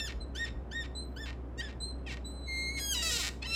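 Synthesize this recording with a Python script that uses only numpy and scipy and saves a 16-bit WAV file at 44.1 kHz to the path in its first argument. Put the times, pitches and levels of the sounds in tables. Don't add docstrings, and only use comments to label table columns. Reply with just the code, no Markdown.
import sys
import numpy as np
from scipy import signal
from scipy.fft import rfft, irfft
from scipy.io import wavfile
from scipy.ndimage import uniform_filter1d

SR = 44100
rng = np.random.default_rng(int(sys.argv[2]) if len(sys.argv) > 2 else 0)


def level_to_linear(level):
    exponent = np.asarray(level, float) / 20
    return 10 ** exponent


def materialize(psi):
    bounded = np.clip(np.atleast_2d(psi).T, -1, 1)
    quanta = np.round(bounded * 32767).astype(np.int16)
    wavfile.write(sys.argv[1], SR, quanta)


N = 156555

LONG_SWING_S, WIDE_OPEN_S = 2.4, 2.5


def level(x, db):
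    return x * level_to_linear(db) / np.sqrt(np.mean(x ** 2))


def walk(rate, size=N):
    hold = max(int(SR / rate), 2)
    steps = np.repeat(rng.standard_normal(size // hold + 1), hold)
    return 1.277 * uniform_filter1d(uniform_filter1d(steps, hold), hold)[:size]


def colour(points, hz):
    p = np.array(points)
    return level_to_linear(np.interp(np.log(hz + 1), np.log(p[:, 0]), p[:, 1]))


def tilt(hz, treble_db, s):
    octaves = np.log2((hz + 20) / 2730)
    bass_db = -2.6 if s > WIDE_OPEN_S else -4
    return level_to_linear(np.where(octaves > 0, treble_db, bass_db) * octaves)


def tail(x, t60, db):
    t = np.arange(SR // 2) / SR
    response = rng.standard_normal(len(t)) * np.exp(-np.log(1000) * t / t60)
    return signal.fftconvolve(x, response * level_to_linear(db) / np.sqrt(np.sum(response ** 2)))[:N]


def read(rows, fade_s=0.0021, lap_s=0):
    rows = np.array(rows, float)
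    first = int(max(rows[0, 0] - lap_s, 0) * SR)
    at = np.arange(first, min(int((rows[-1, 0] + lap_s) * SR), N))
    cols = [uniform_filter1d(np.interp(at / SR, rows[:, 0], c), size=300, mode="nearest") for c in rows.T[1:]]
    since_start = at - at[0] + SR * (at[0] == 0)
    until_end = at[-1] - at + SR * (at[-1] == N - 1)
    edge = np.clip(np.minimum(since_start, until_end) / (fade_s * SR), 0, 1)
    return at, 2 * np.pi * np.cumsum(cols[0]) / SR, edge, cols


def arch(start, top, end, hz, db):
    t = np.arange(start, end, 1 / 500)
    rise = np.clip((top - t) / (top - start), 0, 1)
    fall = np.clip((t - top) / (end - top), 0, 1)
    share = 1 - (1 - .76) * rise ** 2.4 - (1 - .9) * fall ** 2.51
    return np.c_[t, hz * share, np.full(len(t), db)]


# [start t/s, fastest t/s, end t/s, top slip rate f/Hz, level/dB]
PUSHES = [
    (0.349, 0.418, .458, 1865, -44.5),
    (0.712, 0.771, .836, 1868, -45.5),
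    (1.162, 1.217, 1.261, 1787, -46.5),
    (1.606, 1.633, 1.686, 1766, -45.5),
]
# [t/s, slip rate f/Hz, level/dB]
ROCKING = [
    [(0.0, 1802, -42), (0.056, 1759, -40.5), (0.088, 1274, -44.5)],
    [(1.574, 860, -59), (1.584, 919, -49.5), (1.606, 947, -39)],
    [(2.063, 672, -50), (2.086, 602, -44.5), (2.115, 495, -42)],
]
# [t/s, slip rate f/Hz, level/dB]
SWING_HIGH = [
    [(2.46, 2203, -66), (2.485, 2128, -44), (2.55, 2114, -41.5), (2.63, 2135, -40), (2.69, 2129, -41.5),
     (2.72, 2212, -46), (2.76, 2175, -41), (2.79, 2142, -41)],
    [(2.799, 1662, -37), (2.86, 1636, -33), (2.92, 1611, -29.5), (2.944, 1350, -35)],
]
# [t/s, slip rate f/Hz, level/dB]
SWING_FALLING = [
    [(2.951, 1002, -32), (2.991, 954, -37), (3.018, 939, -36.5)],
    [(3.027, 669, -32), (3.067, 652, -33), (3.102, 633.2, -31.5)],
    [(3.112, 492, -30.5), (3.14, 480, -29.5), (3.172, 457, -29.5)],
]
# [t/s, slip rate f/Hz, level/dB]
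SWING_LOWEST = [
    [(3.181, 389.4, -34), (3.2, 350, -31.5), (3.222, 311.6, -33.5)],
]
# [t/s, slip rate f/Hz, level/dB]
SWING_AGAIN = [
    [(3.425, 855, -47.5), (3.428, 846, -34.5), (3.435, 876, -54)],
    [(3.441, 877, -46.5), (3.462, 1000, -39)],
    [(3.471, 1320, -44), (3.55, 1354, -34.5)],
]
# [treble tilt dB/octave, scrape noise level/dB]
GRIP = [(-7, -8.5), (-11.5, -14), (-8, -18), (-13.5, -9), (-4, -19), (-8, -20), (-11.5, -7.5), (-8.5, -24),
        (3.5, -27), (-4.5, -12), (-2, -16.5), (-2.5, -14.5), (-0.5, -16), (-12, -3), (-11.5, -27),
        (-3, -19)]
SHAPE = [(-3.5, 3, 0.5, -1, -2), (-5.5, 0, -4, -3, -5.5), (2, 6, 3.5, 4, 2), (1.5, 4, -0.5, 1, 3),
         (3, 6, 1.5, 3.5, -5.5), (-7, -2, -7, 0, 0), (1, -18, -2, 1, 1), (-0.5, -1.5, -3.5, -4, 4),
         (1, 6.5, -0.5, 1.5, -1), (-1, -8, 1.5, 3, 1), (2.5, 0, -3.5, -3, -2.5), (7.5, -5, -6, -12.5, -11),
         (5, 3.5, 2.5, 2, -10), (-3, -15, 4, -2, 4), (1.5, -1, 3, 1, 5.5), (-1, 4, 7, 2, 0)]
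GROUPS = {9: 2, 14: 2, 15: 3}


def squeals():
    out = np.zeros(N)
    pushes = [arch(*row) for row in PUSHES]
    curves = pushes + ROCKING + SWING_HIGH + SWING_FALLING + SWING_LOWEST + SWING_AGAIN
    for n, rows in enumerate(curves):
        treble_db, scrape_db = GRIP[n]
        group, s = GROUPS.get(n, 1), rows[0][0]
        at, phase, edge, (hz, db) = read(rows, lap_s=0.0047 * (s > WIDE_OPEN_S))
        size = len(at)

        steady = s > LONG_SWING_S
        glide = np.abs(np.gradient(np.log(hz))) * SR
        waver = 0.00333 * (.5 if steady else 1) * (1 + 0.28 * glide) * walk(258, size=size)
        stumble = 0.00369 * np.minimum(glide, 8) * walk(121.1, size=size)
        phase = phase + np.cumsum((waver + stumble) * hz) * 2 * np.pi / SR

        k = np.arange(1, int(16000 * group / hz.min()) + 1)[:, None] / group
        gain = tilt(k * hz, treble_db, s) * level_to_linear(-21 * (k % 1 > 0)) * (k * hz < 17000)
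        gain = gain * level_to_linear(np.interp(k, np.arange(1, 7), [*SHAPE[n], 0]))
        flicker_db = 3 * (0.32 if steady else 1)
        gain = gain * level_to_linear(flicker_db * np.array([walk(69.0, size=size) for _ in k]))
        train = (gain * np.cos(k * phase)).sum(0) / np.sqrt((gain ** 2).sum(0) / 2)

        noise = rfft((1 + np.cos(phase)) * rng.standard_normal(size))
        noise = irfft(noise * tilt(np.fft.rfftfreq(size, 1 / SR), treble_db, s), size)
        scrape = level(noise, scrape_db) * (1 + 0.1 * glide)
        out[at] += (train + scrape) * edge * level_to_linear(db + 0.86 * walk(73.0, size=size))
    return out


def clicks(times, gains, treble_db):
    out = np.zeros(N)
    np.add.at(out, np.clip((times * SR).astype(int), 0, N - 1), gains)
    return irfft(rfft(out) * tilt(np.fft.rfftfreq(N, 1 / SR), treble_db, times[0]), N)


# [start t/s, last slip t/s, first slip rate f/Hz, last slip rate f/Hz, level/dB]
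CREAKS = [
    (0.085, 0.11, 687, 307, -38.5),
    (0.459, 0.4868, 719, 215.5, -40.5),
    (0.835, 0.86, 690, 304, -44),
    (1.259, 1.305, 556, 145.4, -39),
    (1.685, 1.711, 611, 254.7, -46),
    (2.116, 2.143, 457, 167.6, -40.5),
    (2.762, 2.794, 595, 553, -44),
    (3.2274, 3.288, 315.7, 105.3, -32.5),
]
# [t/s, level/dB]
TICKS = [
    (0.1225, -29),
    (0.5055, -40),
    (0.877, -46),
    (1.329, -36),
    (1.7272, -39.5),
    (2.171, -29.5),
]


def creaks():
    dull_db, bright_db = -12, -2.5
    ticks = np.array(TICKS)
    out = clicks(ticks[:, 0], level_to_linear(ticks[:, 1] + 13), dull_db)
    for start, last, first_hz, last_hz, db in CREAKS:
        brake = (first_hz - last_hz) / (last - start)
        rate = np.sqrt(last_hz ** 2 + 2 * brake * np.arange(40))
        jitter, scatter = rng.standard_normal((2, 40))
        times = last - (rate - last_hz) / brake + 0.04 * jitter / rate
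        gains = level_to_linear(db + 1.5 * scatter) * np.sqrt(SR / first_hz) * (first_hz / rate) ** 0.32
        gains = gains * (times > start)
        if 2.7 < start < 2.8:
            gains = gains * np.clip((times - start) / 0.023, 0, 1)
        treble_db = bright_db if start > LONG_SWING_S else dull_db + 4 * (start > 2)
        out += clicks(times, gains, treble_db)
    return out


# [f/Hz, width f/Hz, level/dB]
LEAF_MODES = [(4200, 230, -5), (1436, 57, -1.5), (1700, 220, -1), (1858, 43.6, 15.5), (2135, 154, 4.5),
              (2590, 540, -0.5), (3200, 55, -7), (3900, 740, -1.5), (4590, 200, -1.5), (5235, 440, 0),
              (5630, 106, 5.5), (6410, 850, -3.5), (7376, 530, 8), (11200, 93, -2.5), (7470, 230, 2.5)]
# [f/Hz, level/dB]
PANEL = [(300, -25.5), (900, -6), (1600, -3.5), (3000, 2.5), (5000, 2.5), (8000, -5), (11000, -6.5),
         (15500, -10)]


def hinge(slips):
    hz = np.fft.rfftfreq(N, 1 / SR)
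    ring = level_to_linear(-3)
    for f, width, db in LEAF_MODES:
        ring = ring + level_to_linear(db) * 1j * hz * width / (f ** 2 - hz ** 2 + 1j * hz * width)
    jamb_echo = level_to_linear(-11) * np.exp(-2j * np.pi * hz * .0026)
    ring = ring * (1 + jamb_echo) * colour(PANEL, hz)

    click = np.eye(1, N)[0]
    crack = rfft(tail(click, .0025, 0))
    rattle = 0.5 + rfft(tail(click, 0.026, 0.5)) / (1 + 1j * hz / 4630) ** 2
    for smear in (crack, rattle):
        ring = ring * smear / np.hypot(np.abs(smear), .3)
    return irfft(rfft(slips) * ring, N)


# [t/s, f/Hz, level/dB, octave level/dB]
WHISTLES = [
    [(.2, 4040, -69, -88), (.212, 4105, -48, -63), (.228, 4060, -52.5, -61), (.25, 3920, -66, -74)],
    [(.95, 3976, -50.5, -55.5), (.984, 4045, -43, -49), (1.02, 4094, -45, -59), (1.045, 4090, -56.5, -67),
     (1.065, 3960, -69, -89)],
    [(1.802, 3996, -48, -50), (1.84, 4080, -38, -45.5), (1.875, 4176, -49, -57), (1.908, 4103, -42, -59),
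     (1.935, 3960, -67, -70)],
]
# [t/s, f/Hz, level/dB, octave level/dB]
LONG_WHISTLE = [
    [(2.243, 3900, -57, -65), (2.262, 3988, -62, -50.5), (2.35, 4054, -72.5, -64), (2.48, 4000, -67, -68),
     (2.6, 4000, -59.5, -52), (2.73, 4080, -63.5, -60), (2.82, 4097, -59, -47), (2.86, 4200, -70, -80),
     (2.93, 4250, -73, -89)],
]
# [t/s, f/Hz, level/dB]
PEEP = [
    (1.02, 12882, -77),
    (1.128, 14300, -86),
    (1.19, 13400, -72),
    (1.22, 14400, -76),
    (1.31, 12900, -81),
]


def whistles():
    out = np.zeros(N)
    for n, rows in enumerate(WHISTLES + LONG_WHISTLE):
        is_long = n >= len(WHISTLES)
        at, phase, edge, (hz, db, octave_db) = read(rows, fade_s=0.012 if is_long else .0025)
        db = db + 14 * is_long + walk(44.5, size=len(at))
        twelfth = level_to_linear(-26.5 + 6.5 * is_long) * np.sin(3 * phase)
        tone = level_to_linear(db) * np.sin(phase) + level_to_linear(octave_db) * (np.sin(2 * phase) + twelfth)
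        out[at] += 2 ** .5 * edge * tone
    at, phase, edge, (hz, db) = read(PEEP, fade_s=.03)
    out[at] += 2 ** .5 * edge * level_to_linear(db) * np.sin(phase)
    return out


# [f/Hz, level/dB per Hz]
AIR = [(18, -55), (30, -1), (81, -4.5), (202, -7.5), (256, -6.5), (728, -17.5), (1260, -25), (4660, -50.5),
       (15500, -64.5)]
# [f/Hz, level/dB]
HUM = [
    (62.9, -42.5),
    (58.6, -75),
    (120.2, -58.5),
    (278.5, -60.5),
    (373.6, -63),
]
# [t/s, f/Hz, level/dB]
BUMPS = [
    (0.181, 50.3, -35.5),
    (0.549, 50, -37.5),
    (2.32, 45, -66),
]


def room_tone():
    t = np.arange(N) / SR
    air = rfft(rng.standard_normal(N)) * colour(AIR, np.fft.rfftfreq(N, 1 / SR))
    out = level(irfft(air, N), -47.5)
    for n, (hz, db) in enumerate(HUM):
        wobble_db = 1.36 * (0.5 + (n > 0)) * walk(9 + 6 * n)
        phase = 2 * np.pi * np.cumsum(hz * (1 + 0.0121 * walk(7))) / SR
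        out += 2 ** .5 * level_to_linear(db + wobble_db) * np.sin(phase)
    for s, hz, db in BUMPS:
        out += level_to_linear(db) * np.exp(-((t - s) / 0.051) ** 2) * np.sin(2 * np.pi * hz * (t - s))
    return out


def scene():
    body = hinge(squeals() + creaks())
    near = body + whistles() * (1 + 14 * body)
    room = tail(near, 0.32, -11.5)
    return np.tile(near + room + room_tone(), (2, 1))


def low_pass(x):
    return signal.sosfilt(signal.butter(12, 15500, fs=SR, output="sos"), x)


def record(dry):
    bass_cut = signal.butter(4, 42, "high", fs=SR, output="sos")
    mix = signal.sosfilt(bass_cut, dry)
    return low_pass(mix)


dry = scene()
out = record(dry)
materialize(out)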